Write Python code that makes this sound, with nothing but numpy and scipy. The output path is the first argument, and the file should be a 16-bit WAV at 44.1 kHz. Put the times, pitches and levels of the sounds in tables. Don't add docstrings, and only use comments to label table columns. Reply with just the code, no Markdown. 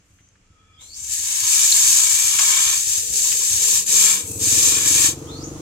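import sys
import numpy as np
from scipy import signal
from scipy.fft import rfft, irfft
from scipy.io import wavfile

SR = 44100
rng = np.random.default_rng(int(sys.argv[2]) if len(sys.argv) > 2 else 0)


def file_out(sig):
    cols = np.atleast_2d(sig).T
    lim = np.clip(cols, -1, 1)
    pcm = np.round(lim * 32767).astype(np.int16)
    wavfile.write(sys.argv[1], SR, pcm)


N = 247401
TIME, HZ = np.arange(N) / SR, np.fft.rfftfreq(N, 1 / SR)

# f/Hz, level/(dB per Hz)
FIZZ_SPECTRUM = [(200, -35.5), (1350, -42.5), (1750, -18.5), (2020, -25.5), (2400, -19.5), (3250, -15),
                 (3700, -13), (4800, -12), (5700, -8), (6500, -1.5), (7500, 0), (9000, -12), (12000, -15.5),
                 (15700, -25.5)]
# f/Hz, width/Hz, level/dB
TROUGH_MODES = [(370, 130, -13), (631, 76, -7.5), (1073, 125, 3), (1305, 88, 1), (1833, 170, 6.5),
                (2396, 330, 7.5), (3260, 810, 6.5)]
# f/Hz, width/Hz, level/dB
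SIZZLE_MODES = [(2740, 360, -4), (4740, 1300, -3.5), (7370, 2000, 12), (11700, 650, 5)]
# f/Hz, width/Hz, level/dB
TOUCH_MODES = [(2400, 100, -26), (6260, 450, 4), (7280, 180, 10), (8600, 360, -0.5)]
# t/s, level/dB
TOUCH_CURVE = [(.78, -83), (.818, -45), (.93, -50), (.975, -34.5), (1.12, -32.5), (1.3, -68), (1.5, -120)]
# f/Hz, left minus right/dB
CHANNEL_TILT = [(1000, 0.5), (1550, 1.5), (2000, -2), (4500, 1), (6400, -1), (7500, 10.5), (8500, 7.5),
                (10000, 1.5), (12500, -1.5), (15000, 0.5)]
FIZZ_TRIM_DB, SIZZLE_TRIM_DB = 3.5, 12.5


def quench():
    fizz_gain, churn_gain, sizzle_gain = boiling()
    sputter = gain_of(.75 * waver(rate_hz=130))
    tilt = gain_of(read(CHANNEL_TILT) * np.array([[.5], [-.5]]))
    tilt = tilt / np.sqrt(np.mean(tilt ** 2, axis=0))

    fizz = bubbles(per_s=7000, spread_db=.5, wash=1, t60=.047, flicker_db=-.5)
    fizz = evened(colour(fizz, read_gain(FIZZ_SPECTRUM) * tilt))
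    churn = bubbles(per_s=1500, spread_db=.5, wash=.84, t60=.029, flicker_db=0, count=4)
    churn = evened(slosh(colour(churn, resonances(TROUGH_MODES) * tilt)))
    sizzle = bubbles(per_s=2100, spread_db=-7.5, wash=.33, t60=.066, flicker_db=0, count=3)
    sizzle = evened(colour(sizzle, resonances(SIZZLE_MODES) * tilt))
    touch = evened(colour(rng.standard_normal((2, N)), resonances(TOUCH_MODES) * tilt))

    boil = fizz * fizz_gain * gain_of(FIZZ_TRIM_DB)
    boil = boil + churn * churn_gain
    boil = boil + sizzle * sizzle_gain * gain_of(SIZZLE_TRIM_DB)
    boil = boil + touch * gain_of(follow(TOUCH_CURVE)[0])
    return sputter * boil


# t/s, tiny-bubble fizz level/dB, larger-bubble churn level/dB
FIRST_DIP = [
    [(0.77, -84, -82), (0.815, -51, -58), (0.925, -51.5, -75), (0.975, -41.5, -63), (1.07, -35, -57),
     (1.135, -25.5, -53), (1.44, -24, -42), (1.534, -17.5, -38.5), (2.002, -16, -34.5), (2.26, -18.5, -37),
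     (2.36, -16, -34.5)],
    [(2.45, -20, -35), (2.6, -19.5, -34), (2.648, -19.5, -37), (2.68, -18.5, -33), (2.79, -21, -42.5),
     (2.846, -23.5, -49), (2.984, -21.5, -46.5), (3.022, -25, -54), (3.15, -30, -81)],
]
# start t/s, length/s, fizz level/dB, churn level/dB, release/s, sizzle left on the wet steel level/dB
LATER_PLUNGES = [(3.093, 0.68, -20.5, -36.5, 0.06, -49), (3.851, 0.2, -15.5, -18.5, 0.12, -41.5),
                 (4.387, 0.29, -17, -23.5, 0.26, -52), (4.833, 0.22, -16.5, -18.5, 0.055, -67)]
FIZZ_ATTACK_S, CHURN_ATTACK_S = .051, .39
LIFT_DB_PER_S = 249
HOT_CHURN_DB, DRYING_DB_PER_S = 6, 6
DAMP_BEFORE_TRIM_DB, DAMP_AT_S, DAMP_SPAN_S = -81, .12, .11


def boiling():
    dip = np.concatenate(FIRST_DIP)
    lifted_db = LIFT_DB_PER_S * np.maximum(TIME - dip[-1, 0], 0)
    fizz, churn = [gain_of(db - lifted_db) ** 2 for db in follow(dip)]
    churn = churn * gain_of(HOT_CHURN_DB) ** 2
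    sizzle = gain_of(DAMP_BEFORE_TRIM_DB) * np.exp(-((TIME - DAMP_AT_S) / DAMP_SPAN_S) ** 2)
    next_starts = [row[0] for row in LATER_PLUNGES[1:]] + [np.inf]
    for (start, length, fizz_db, churn_db, release, left_db), until in zip(LATER_PLUNGES, next_starts):
        age_s = np.maximum(TIME - start, 0)
        out_s = np.maximum(TIME - start - length, 0)
        contact = np.exp(-(out_s / release) ** 2)
        fizz = fizz + ((1 - np.exp(-age_s / FIZZ_ATTACK_S)) * gain_of(fizz_db) * contact) ** 2
        churn = churn + ((1 - np.exp(-age_s / CHURN_ATTACK_S)) * gain_of(churn_db) * contact) ** 2
        left = gain_of(left_db - DRYING_DB_PER_S * out_s)
        sizzle = sizzle + (1 - contact) * left * (TIME < until + FIZZ_ATTACK_S)
    return np.sqrt(fizz), np.sqrt(churn), sizzle


# f/Hz, likeness/1
CHANNEL_LIKENESS = [(600, 0.1), (1060, 0.68), (1410, 0.075), (1730, -0.041), (2030, -0.12), (2360, 0.36),
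                    (2800, 0.07), (3280, -0.45), (3850, -0.016), (4650, 0.34), (5400, -0.26), (6200, 0.058),
                    (7400, -0.1), (10000, 0.081)]
ROAM_DB, ROAM_HZ = 5, 3
WALL_ECHO, WALL_DELAY_MIN_S, WALL_DELAY_MAX_S = .28, .0008, .004


def bubbles(per_s, spread_db, wash, t60, flicker_db, count=6):
    like = np.clip(read(CHANNEL_LIKENESS), -.95, .95)
    direct = np.sqrt(abs(like)) * np.array([np.ones_like(like), np.sign(like)])
    scattered = np.sqrt(1 - abs(like))
    out = 0
    for spot in range(count):
        activity = gain_of(ROAM_DB * np.tanh(waver(ROAM_HZ)))
        size_db = spread_db * np.minimum(rng.exponential(1, N), 4)
        size = gain_of(size_db + flicker_db * waver(rate_hz=21))
        bursting = rng.random(N) < per_s / count / SR
        clicks = evened(size * rng.choice([-1, 1], N) * bursting)
        merged = wash * rng.standard_normal(N)
        delay_s = rng.uniform(WALL_DELAY_MIN_S, WALL_DELAY_MAX_S)
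        wall = 1 + WALL_ECHO * np.exp(-2j * np.pi * HZ * delay_s)
        paths = direct + scattered * reflections(t60)
        out = out + rfft(activity * (clicks + merged)) * wall * paths
    return evened(irfft(out, N))


SLOSH, SLOSH_HZ = .015, 2.5
FIRST_SAG, SETTLED_S = .05, 2.2


def slosh(x):
    sag = np.interp(TIME, [SETTLED_S / 2, SETTLED_S], [FIRST_SAG, 0])
    ratio = 1 + SLOSH * waver(SLOSH_HZ) - sag
    place = np.cumsum(ratio) % N
    return np.array([np.interp(place, np.arange(N), channel) for channel in x])


# t/s, level/dB, f/Hz, width/Hz, decay/s
DAMP_TICKS = [(.183, -60, 2000, 900, 0.016), (.288, -53, 6700, 1100, 0.0017),
              (.355, -60, 1600, 800, 0.0059)]
# t/s, level/dB, f/Hz, width/Hz,
# decay/s
STEAM_SPITS = [(.805, -61.5, 480, 600, 0.047), (1.08, -52.5, 1780, 170, 0.18), (1.11, -56, 1300, 130, .016),
               (1.195, -52.5, 259, 120, .012), (1.525, -33.5, 2490, 260, 0.019),
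               (1.721, -16, 4130, 260, 0.0064), (2.386, -23, 2470, 1490, 0.013),
               (2.392, -16.5, 5860, 2450, 0.0061), (2.395, -30.5, 1080, 175, 0.015),
               (2.427, -28, 1070, 150, 0.0045), (2.464, -35, 6900, 3000, 0.0016),
               (3.154, -22.5, 6600, 2960, 0.012), (3.243, -47.5, 1020, 150, 0.039),
               (3.317, -29.5, 2770, 1200, 0.014), (3.405, -47, 1020, 150, 0.014),
               (3.715, -47, 1000, 150, 0.05)]


def spits():
    return bursts([*DAMP_TICKS, *STEAM_SPITS], apart=1)


# t/s, level/dB, f/Hz, width/Hz, decay/s
LOW_BUMPS = [(.97, -44.5, 70.6, 25, 0.048), (1.41, -47, 85.5, 30, 0.034), (3.08, -41.5, 82.5, 48.4, 0.042),
             (3.51, -39, 81.4, 34.7, 0.039)]


def bumps():
    return bursts(LOW_BUMPS, apart=.13, softness=2)


def bursts(rows, apart, softness=1):
    out = np.zeros((2, N))
    for s, db, hz, width, decay in rows:
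        noise = rng.standard_normal((3, N))
        ring = evened(colour(noise[2] + apart * noise[:2], resonances([(hz, width, 0)])))
        age = np.maximum(TIME - s, 0) / decay
        envelope = 2 * (1 - np.exp(-4 * age)) ** softness * np.exp(-np.minimum(age, 50))
        out += gain_of(db) * ring * envelope
    return out


# t/s, f/Hz, level/dB
BIRD_CALLS = [
    [(.764, 3020, -62), (.783, 3350, -46), (.803, 3680, -47), (.822, 4020, -50), (.868, 4200, -56),
     (.882, 4300, -46), (.9, 4400, -40), (.93, 4480, -39), (.941, 5200, -41), (.955, 6550, -36),
     (.964, 6650, -50)],
    [(5.264, 3000, -55), (5.29, 3480, -43), (5.305, 3620, -38), (5.315, 4050, -41), (5.35, 4300, -42),
     (5.38, 4520, -41), (5.395, 4620, -52), (5.406, 4850, -44), (5.43, 5350, -45), (5.437, 6100, -33),
     (5.446, 6750, -30), (5.458, 6700, -44)],
]
# start t/s, length/s, f/Hz, level/dB
FAINT_NOTES = [(.03, .36, 6250, -64), (.42, .62, 3360, -65), (.38, .76, 2370, -68), (.496, .4, 1740, -76),
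               (.36, .62, 1290, -65), (.722, .06, 5070, -60), (.724, .04, 3360, -55),
               (5.26, .07, 1245, -47), (5.3, .23, 1245, -49)]
BIRD_DB, BIRD_WET_DB = -4.5, 6.5


def bird():
    song = np.zeros(N)
    for call in BIRD_CALLS:
        hz, level_db = follow(call)
        hz = hz * (1 + .015 * waver(rate_hz=260))
        gate = np.clip(np.minimum(TIME - call[0][0], call[-1][0] - TIME) / .006, 0, 1)
        quaver_db = 2.4 * waver(rate_hz=200)
        song += gate * gain_of(level_db + quaver_db) * np.sin(2 * np.pi * np.cumsum(hz) / SR)
    for start, length, hz, level_db in FAINT_NOTES:
        arch = np.sin(np.pi * np.clip((TIME - start) / length, 0, 1)) ** 2
        flutter = gain_of(level_db + 3 * waver(rate_hz=25))
        wobbling_hz = hz + 45 * waver(rate_hz=90)
        song += arch * flutter * np.sin(2 * np.pi * np.cumsum(wobbling_hz) / SR)
    return gain_of(BIRD_DB) * yard(song, t60=.3, wet_db=BIRD_WET_DB)


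# f/Hz, width/Hz, level/dB
IDLE_THUMP_MODES = [(72, 42, 7.5), (90, 11, 9.5), (137, 20, -3)]
LOADED_THUMP_MODES = [(94, 14, 4), (144, 48, -2.5), (190.6, 7.3, -2), (261, 26, -3.5)]
BARK_MODES = [(312.7, 9.4, 5.5), (306, 22, -19), (523, 690, 1.5), (720, 130, -41)]
# rate/(firings per s), f/Hz
PITCH_BY_RATE = [(10, 75.4), (18, 109), (23.5, 139.4)]
# f/Hz, level/(dB per Hz)
RUSH_SPECTRUM = [(400, 0), (750, 8.5), (1300, 3), (1600, -5.5), (3500, -4.5), (5000, -3.5), (6500, 6.5),
                 (8200, -4), (15000, -16.5)]
# f/Hz, width/Hz, level/dB
RUMBLE_MODES = [(60, 16, 2), (36, 20, -12)][0] if isinstance([(60, 16, 2), (36, 20, -12)], tuple) else [(60, 16, 2), (36, 20, -12)]
THROTTLE_OPENS_S, SPIN_UP_S, LOAD_RISE_S = 4.235, .55, .14
IDLE_RATE, IDLE_WANDER = 9.6, .096
KICK_RATE, TOP_RATE = 15.57, 24.67
UNEVEN_FLOOR_DB, UNEVEN_IDLE_DB = 1.3, 6
IDLE_THUMP_DB, THUMP_SOFT_DB, THUMP_SETTLE_S = -46.5, 14, 2.66
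IDLE_BARK_DB, BARK_GROWTH_DB_PER_S = -80, 3
LOAD_THUMP_DB, EASING_DB_PER_S = -37.5, 1.5
LOAD_BARK_DB, RUSH_DB, RUMBLE_DB = -39, -41.5, -45.5
THUMP_POP_S, BARK_POP_S, BARK_RINGING = .0075, .0024, .4
PIPE_ECHO = .75


def engine():
    since = TIME - THROTTLE_OPENS_S
    idling = IDLE_RATE * (1 + IDLE_WANDER * waver(rate_hz=3.3))
    revving = TOP_RATE - (TOP_RATE - KICK_RATE) * np.exp(-np.maximum(since, 0) / SPIN_UP_S)
    firings = np.where(since < 0, idling, revving)
    turns = np.cumsum(firings) / SR
    turns = turns - np.interp(THROTTLE_OPENS_S, TIME, turns)
    swing_db = UNEVEN_FLOOR_DB + UNEVEN_IDLE_DB * (IDLE_RATE / firings) ** 2
    strength = gain_of(swing_db * np.tanh(waver(rate_hz=5.5)))
    speed = firings / TOP_RATE
    load = np.clip(.5 + since / LOAD_RISE_S, 0, 1)

    thump_hz = np.interp(firings, *np.transpose(PITCH_BY_RATE))
    soft = exhaust(turns, firings, strength, IDLE_THUMP_MODES, thump_hz, pop_s=.017, ringing=2.5)
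    hard = exhaust(turns, firings, strength, LOADED_THUMP_MODES, thump_hz, THUMP_POP_S, ringing=.84)
    bark_hz = 315 * (1 + .06 * np.tanh(waver(rate_hz=15)))
    bark = exhaust(turns, firings, strength, BARK_MODES, bark_hz, BARK_POP_S, BARK_RINGING, PIPE_ECHO)

    idle = soft * gain_of(IDLE_THUMP_DB - THUMP_SOFT_DB * np.exp(-TIME / THUMP_SETTLE_S))
    idle = idle + bark * gain_of(IDLE_BARK_DB + BARK_GROWTH_DB_PER_S * TIME)
    loaded = hard * gain_of(LOAD_THUMP_DB - EASING_DB_PER_S * since)
    loaded = loaded + bark * gain_of(LOAD_BARK_DB) * speed ** 2
    rush = evened(colour(rng.standard_normal((2, N)), read_gain(RUSH_SPECTRUM)))
    rumble = evened(colour(rng.standard_normal(N), resonances(RUMBLE_MODES)))
    gas = rush * gain_of(RUSH_DB) + rumble * gain_of(RUMBLE_DB)
    return (1 - load) * idle + load * (loaded + gas * speed ** 4)


PIPE_TRIP_S, SILENCER_HZ = .0064, 620
WALLS_DB = -10


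def exhaust(turns, firings, strength, modes, pop_hz, pop_s, ringing, echo=0):
    phase = turns % 1
    age_s = phase / firings
    pulses = evened(np.diff(np.floor(turns), prepend=np.floor(turns[0])) * strength)
    puffs = evened(np.exp(-phase / .7) * rng.standard_normal(N))
    radiated = 1 / (1 + (52 / (HZ + 1)) ** 6)
    muffled = radiated / (1 + (HZ / SILENCER_HZ) ** 8)
    pipe = 1 + echo * np.exp(-2j * np.pi * HZ * PIPE_TRIP_S)
    swell = age_s * np.exp(-age_s / pop_s) * (1 - phase ** 4)
    pop = evened(colour(strength * swell * np.sin(2 * np.pi * pop_hz * age_s), muffled * pipe))
    ring = evened(colour(pulses + .8 * puffs, resonances(modes) * muffled))
    near = pop + ringing * ring
    walls = colour(near, reflections(t60=.18))
    walls = walls + .25 * walls[::-1]
    return evened(near + gain_of(WALLS_DB) * evened(walls))


# t/s, level/dB
TONE_CURVE = [(0, -74), (2.1, -68.5), (2.47, -53.5), (2.9, -67), (3.5, -58), (3.85, -51.5), (4.15, -47),
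              (4.35, -62)]
# t/s, level/dB
WHIRR_CURVE = [(0.0, -82), (2.42, -62), (2.96, -58), (3.1, -49), (3.38, -51), (3.5, -56.5), (3.66, -44.5),
               (3.82, -55), (3.92, -46), (4.17, -47), (4.4, -42.5), (4.86, -44), (5.5, -43)]
# f/Hz, width/Hz, level/dB
WHIRR_MODES = [(291, 72, 0), (456, 50, 7), (834, 300, -13), (1200, 76, -19)]
WHIRR_FLUTTER_DB = 2.5


def hum(tone_hz=189):
    wavering_hz = tone_hz * (1 + .0177 * waver(rate_hz=16.6))
    tone = np.sin(2 * np.pi * np.cumsum(wavering_hz) / SR)
    tone = evened(tone * gain_of(5 * np.tanh(waver(rate_hz=14))))
    noise = rng.standard_normal((3, N))
    whirr = colour(noise[2] + .5 * noise[:2], resonances(WHIRR_MODES))
    whirr = evened(whirr * gain_of(WHIRR_FLUTTER_DB * np.tanh(waver(rate_hz=9))))
    return tone * gain_of(follow(TONE_CURVE)[0]) + whirr * gain_of(follow(WHIRR_CURVE)[0])


# f/Hz, level/(dB per Hz)
AIR_SPECTRUM = [(15, -38), (25, 10.5), (98, -4), (231, -14), (271, -1), (344, -11.5), (1000, -16),
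                (1240, -10.5), (1580, -14), (2370, -13), (2850, -13), (3350, -17), (3730, -21.5),
                (7090, -12), (9500, -27), (15000, -46)]
AIR_DB = -61.5


def air():
    noise = rng.standard_normal((3, N))
    same = .85 / (1 + (HZ / 700) ** 2)
    both = colour(noise[2], np.sqrt(same)) + colour(noise[:2], np.sqrt(1 - same))
    return gain_of(AIR_DB) * evened(colour(both, read_gain(AIR_SPECTRUM)))


def gain_of(db):
    return 10 ** (np.asarray(db) / 20)


def evened(x):
    return x / np.sqrt(np.mean(x ** 2) + 1e-20)


def read(points):
    hz, value = np.transpose(points)
    return np.interp(np.log(HZ + 1), np.log(hz + 1), value)


def read_gain(points):
    return gain_of(read(points))


def follow(rows):
    s, *columns = np.transpose(rows)
    return [np.interp(TIME, s, column) for column in columns]


def colour(x, response):
    return irfft(rfft(x) * response, N)


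def resonances(modes):
    total = 0
    for hz, width, db in modes:
        detune = (HZ ** 2 - hz ** 2) / (1.55 * width * (HZ + 1))
        total = total + gain_of(db) / (1 + 1j * detune) ** 2
    return total


def waver(rate_hz):
    return evened(colour(rng.standard_normal(N), 1 / (1 + (HZ / rate_hz) ** 2)))


def reflections(t60):
    taps = rng.standard_normal((2, N)) * gain_of(-60 * np.minimum(TIME / t60, 3))
    return rfft(taps / np.linalg.norm(taps, axis=1, keepdims=True))


def yard(x, t60, wet_db):
    return x + gain_of(wet_db) * colour(x, reflections(t60))


def scene():
    return quench() + spits() + bumps() + bird() + engine() + hum() + air()


def record(dry):
    held = dry / (1 + (dry / .88) ** 8) ** (1 / 8)
    low_pass = signal.firwin(1023, 15900, window=("kaiser", 10), fs=SR)
    return signal.oaconvolve(held, low_pass[None], "same")


dry = scene()
out = record(dry)
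file_out(out)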